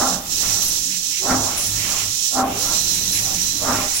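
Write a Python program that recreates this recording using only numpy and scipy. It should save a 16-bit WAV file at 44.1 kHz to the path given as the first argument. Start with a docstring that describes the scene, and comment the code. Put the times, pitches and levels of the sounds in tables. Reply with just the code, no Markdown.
"""A bright hiss and the rush of a fast gantry run are heard first: a desktop pick-and-place machine at work.
Air drawn through its vacuum nozzles hisses and whistles, pausing twice. In fast and slow runs, bearing balls
rattle along the rails and excite the modes of the frame. The shaken table sways and hums, small motors whir
as the nozzles go up and down, valves puff and tick, and axis motors whine upwards as they gather speed.
The low rumble of the workshop lies underneath."""
import sys
import numpy as np
from scipy import signal
from scipy.fft import rfft, irfft
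from scipy.io import wavfile

SR = 44100
rng = np.random.default_rng(int(sys.argv[2]) if len(sys.argv) > 2 else 0)


def wav_out(sig):
    """Save sig, one row per channel (or a flat mono array), as 16-bit PCM at SR to the path in sys.argv[1]."""
    wavfile.write(sys.argv[1], SR, np.round(np.clip(np.atleast_2d(sig).T, -1, 1) * 32767).astype(np.int16))


N = 176400
T = np.arange(N) / SR
HZ = np.maximum(np.arange(N // 2 + 1) * SR / N, 1)

# likeness of the sound at the two ears: (frequency [Hz], coherence [0-1])
COHERENCE = [(100, 0.92), (300, 0.9), (700, 0.4), (1300, 0), (2200, 0), (8000, 0.01)]
# air flow through the nozzles: (time [s], level [dB])
AIR_FLOW = [(0, -23), (.15, -26), (.2, -39.5), (.245, -38), (.325, -25), (.43, -23.5), (.62, -25),
            (.82, -25.5), (1.3, -26.5), (1.6, -26.5), (2.36, -24.5), (2.41, -28), (2.44, -41.5),
            (2.5, -37.5), (2.6, -26.5), (2.77, -24), (3.3, -27), (4, -26.5)]
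# spectral shape of the hiss: (frequency [Hz], left level [dB], right level [dB])
HISS_SPECTRUM = [(1050, -42, -31), (1725, -42, -26), (2160, -35, -27), (2550, -47, -16),
                 (3190, -23.5, -13.5), (4160, -13, -7.5), (4660, -28, -9), (5240, -16, -3),
                 (5960, -10, 0.5), (6320, -29, -3), (7440, -20.5, -2), (8190, -39, -10), (8980, -12, -19.5),
                 (10500, -18, -16), (13300, -19.5, -23), (15100, -18.5, -35), (15960, -7.5, -17)]
HIGH_WHISTLE_HZ, LOW_WHISTLE_HZ = 5930, 4060
# nozzle whistles: (peak time [s], duration [s], level over the flow [dB], pitch [Hz], bandwidth [Hz])
NOZZLE_WHISTLES = [(0.605, 0.77, 3, HIGH_WHISTLE_HZ, 330), (1.27, 0.65, 2.5, HIGH_WHISTLE_HZ, 280),
                   (2.75, 0.34, 2, HIGH_WHISTLE_HZ, 380), (3.24, 1.95, 2.5, HIGH_WHISTLE_HZ, 280),
                   (2.97, 1.07, -2.5, LOW_WHISTLE_HZ, 130), (3.535, 0.39, -4, LOW_WHISTLE_HZ, 130)]
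# gantry runs: (time of top speed [s], speeding up [s], slowing down [s], level [dB],
# cutoff at top speed [Hz], boom relative to the run [dB], drone relative to the run [dB])
GANTRY_RUNS = [(0.02, 0.072, 0.25, -17, 1570, -10, -12.5), (0.439, 0.055, 0.39, -32.5, 2090, -37, -20),
               (1.316, 0.11, 0.16, -15.5, 1770, -6.5, -16), (1.475, 0.092, 0.26, -25.5, 1500, -17, -23),
               (1.958, .26, 0.18, -31.5, 3280, -25, -30), (2.39, 0.085, 0.21, -16.5, 1430, -6, -4),
               (2.71, 0.3, 0.14, -28.5, 1610, -23, -30), (3.31, 0.24, 0.1, -33.5, 1360, -33, -5.5),
               (3.689, 0.11, 0.25, -16.5, 1640, -9.5, -41)]
# spectral shape of the rolling noise: (frequency [Hz], level [dB])
RAIL_SPECTRUM = [(40, -6), (150, -12), (240, -4.5), (450, -5.5), (600, -7.5), (900, -5), (1350, -2),
                 (1600, -4), (3000, -4)]
# resonances of the frame: (frequency [Hz], relative level [dB])
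FRAME_MODES = [(185, -12), (398, -9), (562, -6.5), (610, 0.5), (690, -2.5), (727, 2.5), (800, 1.5),
               (916, -1), (1025, -2.5), (1076, 0.5), (1123, -4), (1203, 0), (1320, -5), (1365, 3)]
# spectral shape of the workshop background: (frequency [Hz], level [dB])
WORKSHOP_SPECTRUM = [(35, -3), (100, -4), (140, -10), (190, -2.5), (240, -12.5), (300, -7.5), (400, -15),
                     (800, -21.5), (1500, -19), (4000, -15), (7000, -28), (10000, -15)]
# swells of the table's low hum: (peak time [s], duration [s], level [dB])
TABLE_HUMS = [(.15, 0.16, -32), (.48, 0.033, -37), (.93, 0.31, -42), (3.1, 0.1, -38), (3.4, 0.2, -35)]
# low sways of the table as the gantry moves: (peak time [s], duration [s], level [dB])
TABLE_SWAYS = [(.53, 0.21, -37.5), (1.39, 0.34, -31.5), (1.75, 0.34, -34), (2.06, 0.32, -40.5),
               (2.551, 0.28, -37.5), (3.242, 0.39, -39.5), (3.698, 0.57, -37.5)]
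# nozzles lifting and lowering: (peak time [s], duration [s], level [dB], top pitch [Hz])
NOZZLE_LIFTS = [(0.47, 0.2, -37.5, 2500), (0.935, 0.14, -38, 2710), (1.165, 0.17, -35, 2803),
                (1.578, 0.33, -37, 2655), (1.841, 0.25, -32.5, 2596), (2.004, 0.16, -33, 2840),
                (2.52, 0.34, -38, 2740), (2.975, 0.12, -38.5, 2587), (3.17, 0.13, -33, 2550),
                (3.387, 0.13, -37.5, 2690), (3.79, 0.24, -33, 2367), (3.954, 0.25, -37, 2470)]
# air let out by the valves: (onset [s], level [dB], pitch [Hz], attack [s], hold [s])
VALVE_PUFFS = [(0.62, -26.5, 11600, 0.0092, 0.037), (1.561, -27, 9840, .008, 0.063),
               (3.09, -26, 11150, 0.037, 0.039), (3.942, -24, 9500, 0.0044, 0.021)]
# valves switching: (onset [s], level [dB])
VALVE_TICKS = [(0.682, -23), (1.28, -31), (1.578, -22), (1.665, -24.5), (2.945, -22.5), (3.15, -23),
               (3.415, -31)]
# axis motors speeding up: (peak time [s], duration [s], level [dB], pitch at the peak [Hz])
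AXIS_WHINES = [(0.882, 0.12, -43.5, 285), (1.11, 0.12, -49, 295), (1.252, 0.15, -35.5, 392),
               (2.564, 0.12, -36.5, 400), (2.625, 0.13, -39.5, 505), (3.147, 0.13, -45, 280),
               (3.564, 0.15, -40.5, 285)]


def from_db(db):
    """Amplitude grows tenfold for every 20 dB."""
    return 10 ** (np.asarray(db) / 20)


def unit_power(x):
    """Division by the root mean square gives a power of one."""
    return x / np.sqrt(np.mean(x ** 2) + 1e-20)


def over_hz(points, column=1):
    """Interpolation of a spectrum table on a logarithmic frequency axis."""
    points = np.array(points)
    return np.interp(np.log(HZ), np.log(points[:, 0]), points[:, column])


def coloured(x, gain):
    """Linear filtering multiplies the spectrum by a gain; unit power."""
    return unit_power(irfft(rfft(x) * gain, N))


def resonance(hz, width_hz):
    """Frequency response of a damped oscillator, 1 at its peak."""
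    return 1 / (1 + 1j * (HZ ** 2 - hz ** 2) / (HZ * width_hz))


def drift(rate_hz):
    """Low-passed noise gives a random fluctuation of unit power."""
    return coloured(rng.standard_normal(N), 1 / (1 + (HZ / rate_hz) ** 2))


def stereo_noise(gain):
    """Partial coherence: coloured noise, alike at both ears in the bass and unrelated in the treble."""
    alike = np.clip(over_hz(COHERENCE), 0, 1)
    mid, side = rfft(rng.standard_normal((2, N)))
    spectrum = np.sqrt(1 + alike) * mid + np.sqrt(1 - alike) * side * [[1], [-1]]
    return unit_power(irfft(gain * spectrum, N))


def swell(peak_s, length_s, db):
    """A raised-cosine envelope: the amplitude rises and falls smoothly."""
    return from_db(db) * np.cos(np.pi / 2 * np.minimum(abs(T - peak_s) / (length_s / 2), 1)) ** 2


def wavering(hz, phase=0, wander_rad=0.75):
    """Random phase modulation broadens a pure tone; unit power."""
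    wander = wander_rad * drift(27)
    return np.sqrt(2) * np.sin(2 * np.pi * hz * T + phase + wander + rng.uniform(0, 2 * np.pi))


def reflections(count=12, echo_db=-8.5):
    """Interference with echoes off nearby surfaces ripples the spectrum of a steady sound."""
    delays_s = rng.uniform(0.000958, 0.02, (count, 1))
    echoes = np.exp(-2j * np.pi * HZ * delays_s).sum(axis=0) / np.sqrt(count)
    return abs(1 + from_db(echo_db) * echoes)


def reverberation(x, t60_s=0.95):
    """The diffuse field of the workshop decays exponentially, with a separate tail at each ear."""
    t = T[:SR]
    tail = rng.standard_normal((2, SR)) * from_db(-60 * t / t60_s) * (t > 0.006)
    return signal.fftconvolve(x, unit_power(tail) / np.sqrt(SR), axes=1)[:, :N]


def vacuum_nozzles(hiss_db=6, flutter_db=0.94, whistle_left_db=-10.5):
    """Turbulence in narrow nozzles hisses; resonances swell out of it as breathy whistles."""
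    colour = from_db([over_hz(HISS_SPECTRUM, column=1), over_hz(HISS_SPECTRUM, column=2)])
    colour = colour * np.array([reflections(), reflections()])
    flow = from_db(np.interp(T, *np.transpose(AIR_FLOW)) + flutter_db * drift(11.3))
    whistles = sum(swell(peak_s, length_s, db) * stereo_noise(resonance(hz, width_hz))
                   for peak_s, length_s, db, hz, width_hz in NOZZLE_WHISTLES)
    hiss = from_db(hiss_db) * stereo_noise(colour)
    return flow * (hiss + whistles * from_db([[whistle_left_db], [0]]))


def rails(clicks_per_s=520, click_db=-1.5, roughness_db=-1.5):
    """Rolling contact: bearing balls add random impacts to a broad, rough noise."""
    clicks = unit_power((rng.random(N) < clicks_per_s / SR) * rng.standard_normal(N))
    contact = stereo_noise(1) + from_db(click_db) * clicks
    rolling = coloured(contact, from_db(over_hz(RAIL_SPECTRUM)))
    return from_db(roughness_db * drift(60)) * rolling


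def frame(vary_db=4.5, vary_hz=20, spread_rad=0.75):
    """Modal vibration: each mode swells and fades on its own, with its own phase at each ear."""
    modes = 0
    for hz, db in FRAME_MODES:
        level = from_db(db + vary_db * drift(vary_hz))
        modes = modes + level * wavering(hz, spread_rad * rng.standard_normal((2, 1)))
    return unit_power(modes)


def panel(push, hz, t60_s):
    """Forced resonance: a panel's vibration builds up under a push and decays exponentially."""
    decay = from_db(-60 / (t60_s * SR))
    return signal.lfilter([1 - decay], [1, -decay], push + 1e-18) * wavering(hz)


def gantry(rails_db=5.5, frame_db=-5, room_db=-10, speed_exponent=1.154):
    """Structure-borne sound: rails and frame grow louder and brighter with speed; two panels resonate."""
    spectrum = rfft(from_db(rails_db) * rails() + from_db(frame_db) * frame())
    runs, boom_push, drone_push = 0, 0, 0
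    for peak_s, up_s, down_s, db, cutoff_hz, boom_db, drone_db in GANTRY_RUNS:
        speed = np.interp(T, [peak_s - up_s, peak_s, peak_s + down_s], [0, 1, 0])
        level = from_db(db) * speed ** speed_exponent
        dull, bright = (irfft(spectrum / np.sqrt(1 + (HZ / hz) ** 10), N)
                        for hz in (0.48 * cutoff_hz, cutoff_hz))
        runs = runs + level * ((1 - speed) * dull + speed * bright)
        boom_push = boom_push + from_db(boom_db) * level * speed
        drone_push = drone_push + from_db(drone_db) * level * speed
    boom = panel(boom_push, hz=257, t60_s=0.11)
    drone = panel(drone_push, hz=774, t60_s=0.049) * from_db(-0.5 * drift(73))  # slight flutter
    direct = runs + boom + drone
    airborne = signal.sosfilt(signal.butter(2, 500, "high", fs=SR, output="sos"), direct)
    return direct + from_db(room_db) * reverberation(airborne) * from_db([[-1.2], [1.2]])


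def workshop(level_db=-32, swell_db=4):
    """Ambient noise: a low rumble and a faint hiss, made hollow by comb filtering from nearby surfaces."""
    colour = from_db(over_hz(WORKSHOP_SPECTRUM)) * np.where(HZ > 600, reflections(), 1)
    return from_db(level_db + swell_db * drift(1)) * stereo_noise(colour)


def table(sway_hz=104, hum_hz=182):
    """Forced vibration: shaken by the moves, the table sways and hums at two low frequencies."""
    sway = sum(swell(*row) for row in TABLE_SWAYS) * wavering(sway_hz)
    hum = sum(swell(*row) for row in TABLE_HUMS) * wavering(hum_hz)
    return sway + hum


def nozzle_motors(half_width_hz=840, glide=0.19, pan_db=-4, room_db=-6.5):
    """Frequency modulation: each whir is a noise band whose pitch rises and falls with motor speed."""
    band = 1 / (1 + (HZ / half_width_hz) ** 4)
    grit = np.array([coloured(rng.standard_normal(N), band) for _ in range(4)])
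    grit = grit[:2] + 1j * grit[2:]  # one complex envelope for each ear
    whir = np.zeros((2, N))
    for peak_s, length_s, db, top_hz in NOZZLE_LIFTS:
        moving = abs(T - peak_s) < length_s / 2
        speed = np.cos(np.pi * (T[moving] - peak_s) / length_s)
        phase = 2 * np.pi * np.cumsum(top_hz * (1 - glide * (1 - speed))) / SR
        whir[:, moving] += from_db(db) * speed ** 2 * (grit[:, moving] * np.exp(1j * phase)).real
    whir = whir * from_db([[pan_db], [-pan_db]])
    return whir + from_db(room_db) * reverberation(whir)


def valve_puffs(width_hz=550, t60_s=0.5, sputter_db=1, pan_db=1.5):
    """Jet noise in a narrow band: each puff of air opens quickly, sputters and decays exponentially."""
    puffs = 0
    for onset_s, db, hz, attack_s, hold_s in VALVE_PUFFS:
        opening = np.clip((T - onset_s) / attack_s, 0, 1)
        fading_s = np.maximum(T - onset_s - attack_s - hold_s, 0)
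        level = opening * from_db(db - 60 * fading_s / t60_s)
        puffs = puffs + level * stereo_noise(resonance(hz, width_hz))
    return puffs * from_db(sputter_db * drift(250)) * from_db([[pan_db], [-pan_db]])


def valve_ticks(hz=8760, width_hz=2000, t60_s=0.14):
    """Damped transients: a switching valve gives an abrupt burst of bright noise."""
    level = sum((T >= onset_s) * from_db(db - 60 * np.maximum(T - onset_s, 0) / t60_s)
                for onset_s, db in VALVE_TICKS)
    return level * stereo_noise(resonance(hz, width_hz))


def axis_motors(rise_hz_per_s=720):
    """A linear chirp: the whine climbs in pitch as an axis motor gathers speed."""
    whines = 0
    for peak_s, length_s, db, hz in AXIS_WHINES:
        chirp_phase = np.pi * rise_hz_per_s * (T - peak_s) ** 2
        whines = whines + swell(peak_s, length_s, db) * wavering(hz, chirp_phase)
    return whines


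def scene():
    """Superposition: the sound pressures of the machine and its workshop add."""
    machine = vacuum_nozzles() + gantry() + axis_motors() + nozzle_motors() + valve_puffs() + valve_ticks()
    return machine + table() + workshop()


def record(dry, cutoff_hz=15850):
    """Band limiting: a steep low-pass filter removes the highest treble."""
    return irfft(rfft(dry) / np.sqrt(1 + (HZ / cutoff_hz) ** 900), N)


dry = scene()
out = record(dry)
wav_out(out)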